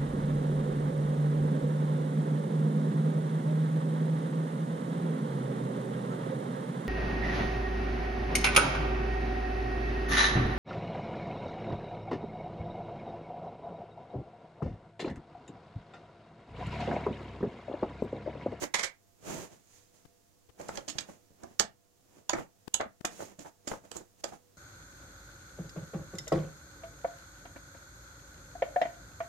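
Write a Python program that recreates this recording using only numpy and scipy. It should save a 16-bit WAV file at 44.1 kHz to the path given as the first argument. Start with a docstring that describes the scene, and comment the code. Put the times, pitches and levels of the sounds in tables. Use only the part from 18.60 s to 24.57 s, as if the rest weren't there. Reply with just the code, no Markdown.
"""A quiet kitchen: a spoon raps a plastic bowl of flour, and the bowl is slid aside on a wooden table.
Then a knife cuts butter in a small glass dish: the blade clicks, the dish knocks and slides.
Impacts are noise bursts that excite decaying modes; friction is uneven noise under stroke envelopes.
A hum and room tone lie beneath; of two close microphones, the right one faces the dish."""
import sys
import numpy as np
from scipy import signal
from scipy.fft import rfft, irfft
from scipy.io import wavfile
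from scipy.ndimage import uniform_filter1d

SR = 44100
rng = np.random.default_rng(int(sys.argv[2]) if len(sys.argv) > 2 else 0)


def unload_audio(sound):
    """Save the sound as a 16-bit wav file, at the path given as the first command line argument."""
    columns = np.transpose(np.atleast_2d(sound))
    # keep every value between -1 and 1, then stretch to whole-number steps
    steps = np.round(np.clip(columns, -1, 1) * 32767)
    wavfile.write(sys.argv[1], SR, steps.astype(np.int16))


N = 263277  # samples

# Room tone spectrum: pitch_hz, relative level_db per Hz
AIR_SPECTRUM = [(20, -6), (60, -14), (100, -3), (150, -10.5), (300, -10), (700, -18), (1000, -21),
                (2200, -25.5), (4500, -24), (6800, -20), (9000, -26.5), (15800, -27.5)]
# Room tone, left against right: pitch_hz, left_minus_right_db
AIR_BALANCE = [(60, -6), (240, -6), (950, -2), (3770, -5.5), (15000, -3.5)]
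# Appliance hum: pitch_hz, level_db (rms), width_hz
HUM_BANDS = [(99, -78, 6), (190, -86, 5), (492, -77, 4), (688, -80, 5)]
# Spoon on the bowl rim: start_s, level_db, tilt_db per octave, rise_s, contact_t60_s, strongest_ring_hz
SPOON_TAPS = [(0.02, -29.5, -6.5, 0.0027, 0.049, 590), (0.037, -28, -4, 0.0047, 0.022, 570),
              (0.139, -15.5, 1, 0.002, 0.11, 2085), (0.193, -22.5, 1, 0.011, 0.11, 2500),
              (0.235, -22, 2, 0.0068, 0.1, 2310)]
# Burst spectrum of the plastic bowl: pitch_hz, relative level_db per Hz
BOWL_SPECTRUM = [(47, -56.5), (80, -31.5), (330, -12.5), (500, -6.5), (635, -2), (1370, -8.5), (2380, -2.5),
                 (2720, -7.5), (7010, -8.5), (12200, -29.5), (15500, -41.5)]
# Modes of the plastic bowl: pitch_hz, relative level_db, t60_s
BOWL_RINGS = [(581, 2, 0.053), (1070, -5.5, .05), (2050, -18, .07), (2233, 7.5, 0.056), (2350, -6, 0.077),
              (3190, -24, 0.014), (5580, -10.5, .02), (7700, -2.5, 0.031)]
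# Reverberation of the kitchen: pitch_hz, t60_s
KITCHEN_DECAY = [(100, 0.28), (500, 0.18), (2000, 0.2), (6000, 0.12), (12000, 0.11)]
# Short scuffs of bowl, dish and blade: peak_s, rise_s, fall_s, rumble_db, hiss_db
SCUFFS = [(0.034, 0.042, 0.053, -41, -30), (1.16, 0.22, 0.21, -76, -55), (1.35, .03, 0.25, -71, -61.5),
          (2.002, 0.031, .15, -50.5, -52), (2.17, 0.18, 0.086, -45, -47), (2.39, 0.21, 0.14, -51.5, -51.5),
          (2.496, 0.049, .14, -55.5, -53), (2.836, 0.076, 0.08, -59, -66), (2.93, 0.26, 0.059, -62, -63.5),
          (3.59, .2, .07, -61.5, -61.5), (3.79, 0.082, 0.087, -37.5, -45), (4.519, 0.05, 0.073, -56, -51.5),
          (4.62, 0.17, .12, -54.5, -43), (4.72, 0.13, 0.056, -55, -62), (4.814, 0.038, 0.059, -55.5, -48),
          (4.873, 0.055, 0.053, -56.5, -53), (5.113, 0.063, .1, -47, -41.5),
          (5.252, 0.037, 0.089, -59, -59), (5.365, .06, 0.098, -54.5, -45.5),
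          (5.61, 0.05, 0.0093, -67, -56), (5.689, 0.031, 0.037, -50.5, -47), (5.736, 0.046, 0.08, -54, -52)]
# The bowl's long slide: time_s, level_db (rumble and hiss alike)
BOWL_SLIDE = [(0.58, -76.5), (0.672, -41.5), (0.708, -37.5), (0.85, -45.5), (0.894, -61.5), (0.934, -55),
              (1.0, -71.5), (1.04, -94)]
# Table rumble under friction: pitch_hz, relative level_db per Hz
RUMBLE_SPECTRUM = [(15, -44), (25, -28), (182, -4), (278, -10), (337, -5.5), (425, -8), (636, -8),
                   (1180, -18.5), (2500, -26), (3250, -31.5), (5500, -120)]
# Hiss of the rubbing faces: pitch_hz, relative level_db per Hz
HISS_SPECTRUM = [(880, -5.5), (1500, -9.5), (1820, -6.5), (1990, -6), (2540, -5), (4530, -3), (5670, 0),
                 (6620, 6.5), (8370, -4), (13900, -11), (15500, -14.5)]
# Dry low pops without a tail: start_s, level_db, left_minus_right_db, width_s
LOW_POPS = [(1.453, -44.5, 18.5, 0.0018), (1.894, -48.5, 16, 0.0032), (4.077, -31, 28, 0.00094),
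            (4.408, -38.5, 26.5, 0.0012)]
# Dish foot on the table: start_s, level_db, contact_t60_s, strongest_ring_hz
DISH_KNOCKS = [(2.0, -39.5, 0.066, 630), (2.089, -28, 0.048, 575), (2.178, -33.5, 0.039, 626),
               (2.279, -37, 0.044, 330), (2.354, -42, 0.073, 132), (2.384, -40, 0.12, 313),
               (2.488, -41.5, 0.06, 594), (2.707, -57, 0.17, 176), (2.833, -39, 0.033, 380),
               (2.911, -52.5, 0.04, 293), (3.002, -20, 0.059, 841), (3.045, -41.5, 0.042, 244),
               (3.569, -52.5, 0.13, 431), (3.695, -22.5, 0.051, 995), (3.7314, -20.5, 0.11, 334),
               (3.784, -29, 0.018, 627), (4.142, -31, 0.082, 975), (4.202, -21, 0.06, 719),
               (4.258, -40, 0.024, 276), (4.45, -25.5, 0.017, 740), (4.594, -32.5, 0.11, 615),
               (4.622, -34.5, 0.067, 410), (4.788, -44, 0.059, 297), (4.849, -42, 0.091, 930),
               (5.047, -59, 0.033, 480), (5.076, -30, 0.017, 313), (5.114, -26.5, 0.023, 487),
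               (5.134, -33, 0.05, 567), (5.237, -53, 0.11, 680), (5.314, -42.5, 0.046, 485),
               (5.357, -36.5, 0.1, 490), (5.408, -45.5, 0.05, 513), (5.64, -27, 0.047, 685),
               (5.722, -40.5, 0.053, 823)]
# Burst spectrum of the wooden table: pitch_hz, relative level_db per Hz
TABLE_SPECTRUM = [(41, -46.5), (70, -24.5), (327, 0), (507, 1.5), (621, 5), (933, -0.5), (1500, -6),
                  (2410, -20.5), (3430, -27.5), (4000, -31), (5200, -47), (8800, -120)]
# Modes of the wooden table: pitch_hz, relative level_db, t60_s
TABLE_RINGS = [(171.8, -13.5, 0.046), (345, -3.5, .07), (675, -2.5, 0.18), (882, 3, 0.041),
               (1130, -21.5, .04)]
# Blade on glass: start_s, level_db, contact_t60_s, blade_ring_hz, low_zone_db, middle_zone_db, high_zone_db
BLADE_CLICKS = [(2.0112, -47, 0.026, 7150, -12, -37, -17), (2.084, -38, 0.059, 6270, -20, -22, -16.5),
                (2.1536, -39.5, 0.017, 6400, -7, -24, -14), (2.1731, -30.5, 0.0073, 6410, -11, -8, -5.5),
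                (2.28, -29.5, 0.11, 6580, -22, -12, -12.5), (2.385, -21.5, 0.0064, 6400, -10, -8, -7.5),
                (2.406, -35, 0.02, 6600, -32, -42, -25), (2.834, -46, 0.021, 6220, -18, -32.5, -17.5),
                (2.9946, -9, 0.034, 6770, -19, -19, -12.5), (3.694, -17.5, 0.009, 6640, -63, -6, -14),
                (3.731, -26, 0.025, 5960, 3.5, -37.5, -13), (4.14, -11.5, 0.02, 6480, -48.5, -11.5, -24.5),
                (4.208, -31.5, 0.017, 6400, -2.5, -27.5, -14),
                (4.4507, -20, 0.015, 6850, -17.5, -13.5, -22), (4.79, -42.5, 0.067, 6980, -22, -12, -20),
                (5.0736, -28, 0.042, 7340, -17.5, -20, -19), (5.3141, -35.5, 0.0081, 6440, -27, -15, -20),
                (5.366, -32.5, 0.015, 7200, -37, -31, -31), (5.6394, -25, 0.014, 6310, -18.5, -15, -15.5)]
# Groups of glass modes that each spot of the dish excites more or less: pitch_hz
GLASS_ZONES = [2093, 3100, 4600, 11180]
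# Modes of the glass dish: pitch_hz, relative level_db, t60_s
GLASS_RINGS = [(1830, -8, 0.051), (3117, -21, 0.033), (3660, -5, 0.026), (4880, 1.5, 0.011), (5340, 6, .03),
               (7140, -17, 0.039), (7590, -0.5, 0.078), (8330, -18.5, 0.019)]
# Shading of the left microphone: pitch_hz, gain_db
LEFT_SHADING = [(60, -2), (180, -1.5), (550, -5.5), (1650, -3.5), (4970, -16), (15000, -17.5)]

LEAD_S = .04  # time that a blow may take to build up
# Level differences below are left minus right, before the shading of the left microphone
TAP_PAN_DB = -0.5
KNOCK_RISE_S, KNOCK_PAN_DB = 0.0034, 2.1
CLICK_RISE_S, CLICK_PAN_DB = .0025, 1.5
# Knock brightness in dB an octave: grows with strength and with the pitch of the spot
KNOCK_TILT_DB, TILT_PER_DB, TILT_PER_OCTAVE = 0.4, 0.264, 3.3
STROKE_ENDS_DB, STROKE_SHAPE = -25.5, 1.314  # level at both ends; power of the slope toward them
SLIDE_TILT_DB = -0.5  # dB an octave: the heavy bowl rumbles darker
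TOP_ZONE_DB = -25.0  # the top glass zone answers every click alike
AIR_DB = -65.5
EDGE_HZ = 15900  # upper band limit


def amp(db):
    """Decibel law: the amplitude ratio of a level in dB."""
    return 10 ** (np.asarray(db) / 20)


def evened(x):
    """Normalization: scales the signal to unit rms."""
    return x / np.sqrt(np.mean(x ** 2) + 1e-20)


def read(points, hz):
    """Logarithmic pitch: interpolates a spectrum table on a log-frequency axis."""
    f, value = np.transpose(points)
    return np.interp(np.log(hz + 1), np.log(f + 1), value)


def add(mix, s, sound):
    """Superposition: sums a two-channel sound into the mix at time s."""
    part = mix[:, round(s * SR):][:, :sound.shape[1]]
    part += sound[:, :part.shape[1]]


def pair(size, same):
    """Partial correlation: two noise channels share a common part."""
    a, b = rng.standard_normal((2, size))
    same = np.clip(same, 0, 1)
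    return np.array([same * a + np.sqrt(1 - same ** 2) * b, a])


def coloured(x, points, tilt_db=0., centre_hz=1000.):
    """Linear filtering: weights the spectrum by a table, tilted about a centre in dB an octave."""
    hz = np.fft.rfftfreq(x.shape[-1], 1 / SR)
    gain_db = read(points, hz) + tilt_db * np.log2((hz + 20) / centre_hz)
    return irfft(rfft(x) * amp(gain_db), x.shape[-1])


def sides(pan_db):
    """Interchannel level difference: left and right gains, as a column."""
    return amp([[pan_db / 2], [-pan_db / 2]])


def blow(db, pan_db, tilt_db, rise, t60, colour, modes, centre_hz, ring_db, rattle_db):
    """Modal excitation: a rattling contact force radiates a burst and sets the body's modes ringing."""
    t = np.arange(12000) / SR
    late = t - LEAD_S
    build_up = np.exp(-(late / np.clip(rise, .0008, .012)) ** 2)
    decay = amp(-60 * late / max(t60, .006))
    contact = np.where(late < 0, build_up, decay)
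    bounces = uniform_filter1d(rng.standard_normal(len(t)), 150)  # each lasts a few ms
    force = pair(len(t), same=0.45) * contact * amp(rattle_db * evened(bounces))
    force[0] = np.roll(force[0], rng.integers(-60, 60))  # each spot has its own path difference
    burst = coloured(force, colour, tilt_db, centre_hz)

    # each mode is a close cluster of three
    hz, mode_db, ring_t60 = np.repeat(np.transpose(modes), 3, axis=1)[:, :, None]
    spot_db = 2 * rng.standard_normal(hz.shape)  # each spot favours other modes
    mode_db = mode_db + spot_db + tilt_db * np.log2(hz / centre_hz)
    cluster_hz = hz * rng.uniform(1.0, 1.035, hz.shape)
    body = (amp(mode_db - 60 * t / ring_t60) * np.sin(2 * np.pi * cluster_hz * t)).sum(0)
    rung = signal.fftconvolve(force, body[None], axes=1)[:, :len(t)]

    sound = evened(burst) + amp(ring_db) * evened(rung)
    peak_power = uniform_filter1d((sound ** 2).mean(0), 200).max()
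    return amp(db) * sides(pan_db) * sound / np.sqrt(peak_power)


def play(s, sounds):
    """Time alignment: places blows so that their peaks follow the onset times."""
    out = np.zeros((2, N + SR))
    for at, sound in zip(s, sounds):
        add(out, at + .003, sound)
    return out[:, round(LEAD_S * SR):][:, :N]


def air():
    """Stationary noise: room tone drifts a little over an appliance hum of narrow fuzzy bands."""
    t = np.arange(N) / SR
    swings = (np.sin(2 * np.pi * (f * t + rng.random())) / np.sqrt(f) for f in np.geomspace(.4, 9, 20))
    drift = evened(sum(swings))
    left, right = evened(coloured(pair(N, same=.1), AIR_SPECTRUM))
    tone = amp(AIR_DB + 0.41 * drift) * np.array([coloured(left, AIR_BALANCE), right])
    for hz, db, width in HUM_BANDS:
        noise = pair(N, same=0.55) + 1j * pair(N, same=0.63)
        waver = signal.lfilter([1], [1, -np.exp(-np.pi * width / SR)], noise)
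        envelope = 2 + evened(waver.real) + 1j * evened(waver.imag)
        phase_lead = np.array([[1.5j], [0]])  # radians, left ahead of right
        carrier = np.exp(2j * np.pi * hz * t + phase_lead)
        tone = tone + amp(db) * evened((envelope * carrier).real)
    return tone


def spoon():
    """Impact on a plastic shell: the spoon raps the rim, and the spot sets the strongest ring."""
    blows = []
    for _, db, tilt_db, rise, t60, hz in SPOON_TAPS:
        modes = BOWL_RINGS + [(hz, 13.0, .03)]
        blows.append(blow(db, TAP_PAN_DB, tilt_db, rise, t60, BOWL_SPECTRUM, modes,
                          centre_hz=2000, ring_db=-7.0, rattle_db=2.0))
    return play([r[0] for r in SPOON_TAPS], blows)


def kitchen(x):
    """Reverberation: sparse echoes of random sign, each band dying at its own speed."""
    echoes = np.zeros((2, SR // 2))
    at = np.arange(160, SR // 2 - 20, 20)
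    at = at + rng.integers(0, 20, (2, len(at)))
    np.put_along_axis(echoes, at, rng.choice([-1., 1.], at.shape), 1)
    hz, t, z = signal.stft(echoes, SR, nperseg=256)
    decay = amp(-60 * t / read(KITCHEN_DECAY, hz)[:, None])
    tail = signal.istft(z * decay, SR, nperseg=256)[1]
    return signal.fftconvolve(x, tail / np.linalg.norm(tail[0]), axes=1)[:, :N]


def drags():
    """Friction: uneven slips and crumbs make the table rumble and the rubbing faces hiss."""
    t = np.arange(N) / SR
    crumbs = amp(1.33 * np.minimum(rng.exponential(1, N), 4)) * (rng.random(N) < 150. / SR)  # 150 a second
    lumps = 1 + 0.19 * signal.lfilter([1], [1, -.992], crumbs)  # each crumb: a few ms of stronger rubbing
    slips = pair(N, same=0.041) * lumps
    slide = amp(np.interp(t, *np.transpose(BOWL_SLIDE), left=-200, right=-200))
    low, high = np.zeros(N), slide
    for s, rise, fall, low_db, high_db in SCUFFS:
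        distance = np.maximum((s - t) / rise, (t - s) / fall)  # 0 at the peak, 1 at either end
        stroke = amp(STROKE_ENDS_DB * distance ** STROKE_SHAPE)
        low = low + amp(low_db) * stroke
        high = high + amp(high_db) * stroke
    scuff_rumble = low * evened(coloured(slips, RUMBLE_SPECTRUM))
    slide_rumble = slide * evened(coloured(slips, RUMBLE_SPECTRUM, SLIDE_TILT_DB))
    hiss = high * evened(coloured(slips, HISS_SPECTRUM)) * sides(6.4)
    return scuff_rumble + slide_rumble + hiss


def pops():
    """Pressure pulse: one low swing with a little grit on it, close to the left microphone."""
    out = np.zeros((2, N))
    for s, db, pan_db, width in LOW_POPS:
        u = (np.arange(900) / SR - .008) / width
        swing = (u ** 2 - 1) * np.exp(-u ** 2 / 2)
        rough = evened(signal.lfilter([1], [1, -.95], pair(900, same=0.29)))
        grit = 0.5 * np.exp(-u ** 2 / 8.2) * rough
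        add(out, s - .005, amp(db - 8.5) * sides(pan_db) * (swing + grit))
    return out


def dish():
    """Impact on a wooden plate: the rocking dish thumps the table, and the spot sets the strongest ring."""
    blows = []
    for _, db, t60, hz in DISH_KNOCKS:
        tilt_db = KNOCK_TILT_DB + TILT_PER_DB * (db + 37.5) + TILT_PER_OCTAVE * np.log2(hz / 600)
        modes = TABLE_RINGS + [(hz, 13.0, .03)]
        blows.append(blow(db, KNOCK_PAN_DB, tilt_db, KNOCK_RISE_S, t60, TABLE_SPECTRUM, modes,
                          centre_hz=600, ring_db=-4.5, rattle_db=6.0))
    return play([r[0] for r in DISH_KNOCKS], blows)


def knife():
    """Coupled resonators: the blade strikes the glass, and the grip shifts the blade's own ring."""
    blows = []
    for _, db, t60, hz, *lower_db in BLADE_CLICKS:
        zone_db = lower_db + [TOP_ZONE_DB]
        floor = [(900, -27.5), (6900, -7.5), (15500, TOP_ZONE_DB - 16.5)]
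        zones = [(f * edge, level) for f, level in zip(GLASS_ZONES, zone_db) for edge in (.91, 1.09)]
        colour = sorted(floor + zones)
        rings = GLASS_RINGS + [(hz, 1.5, .04)]
        modes = [(f, level + read(colour, f), ring_t60) for f, level, ring_t60 in rings]
        blows.append(blow(db, CLICK_PAN_DB, 0, CLICK_RISE_S, t60, colour, modes,
                          centre_hz=5000, ring_db=-6.0, rattle_db=3.5))
    return play([r[0] for r in BLADE_CLICKS], blows)


def scene():
    """Superposition: impacts, echoes and friction, shaded toward the left microphone, plus pops and air."""
    hits = spoon() + knife() + dish()
    left, right = hits + amp(-8.0) * kitchen(hits) + drags()
    return np.array([coloured(left, LEFT_SHADING), right]) + pops() + air()


def record(dry):
    """Compression: loud hits lower the gain, which then recovers; a low-pass sets the band limit."""
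    power_db = 10 * np.log10(abs(uniform_filter1d((dry ** 2).mean(0), 400)) + 1e-12)
    fall = np.arange(N) * 59.7 / SR  # the held level falls by 59.7 dB a second
    held_db = np.maximum.accumulate(power_db + fall) - fall
    over_db = np.maximum(held_db + 41.5, 0)  # excess over a threshold of -41.5 dB
    ducked = dry / amp(0.16 * uniform_filter1d(over_db, 200))
    low_pass = signal.firwin(511, EDGE_HZ, window=("kaiser", 9), fs=SR)
    return signal.oaconvolve(ducked, low_pass[None], "same")


dry = scene()
out = record(dry)
unload_audio(out)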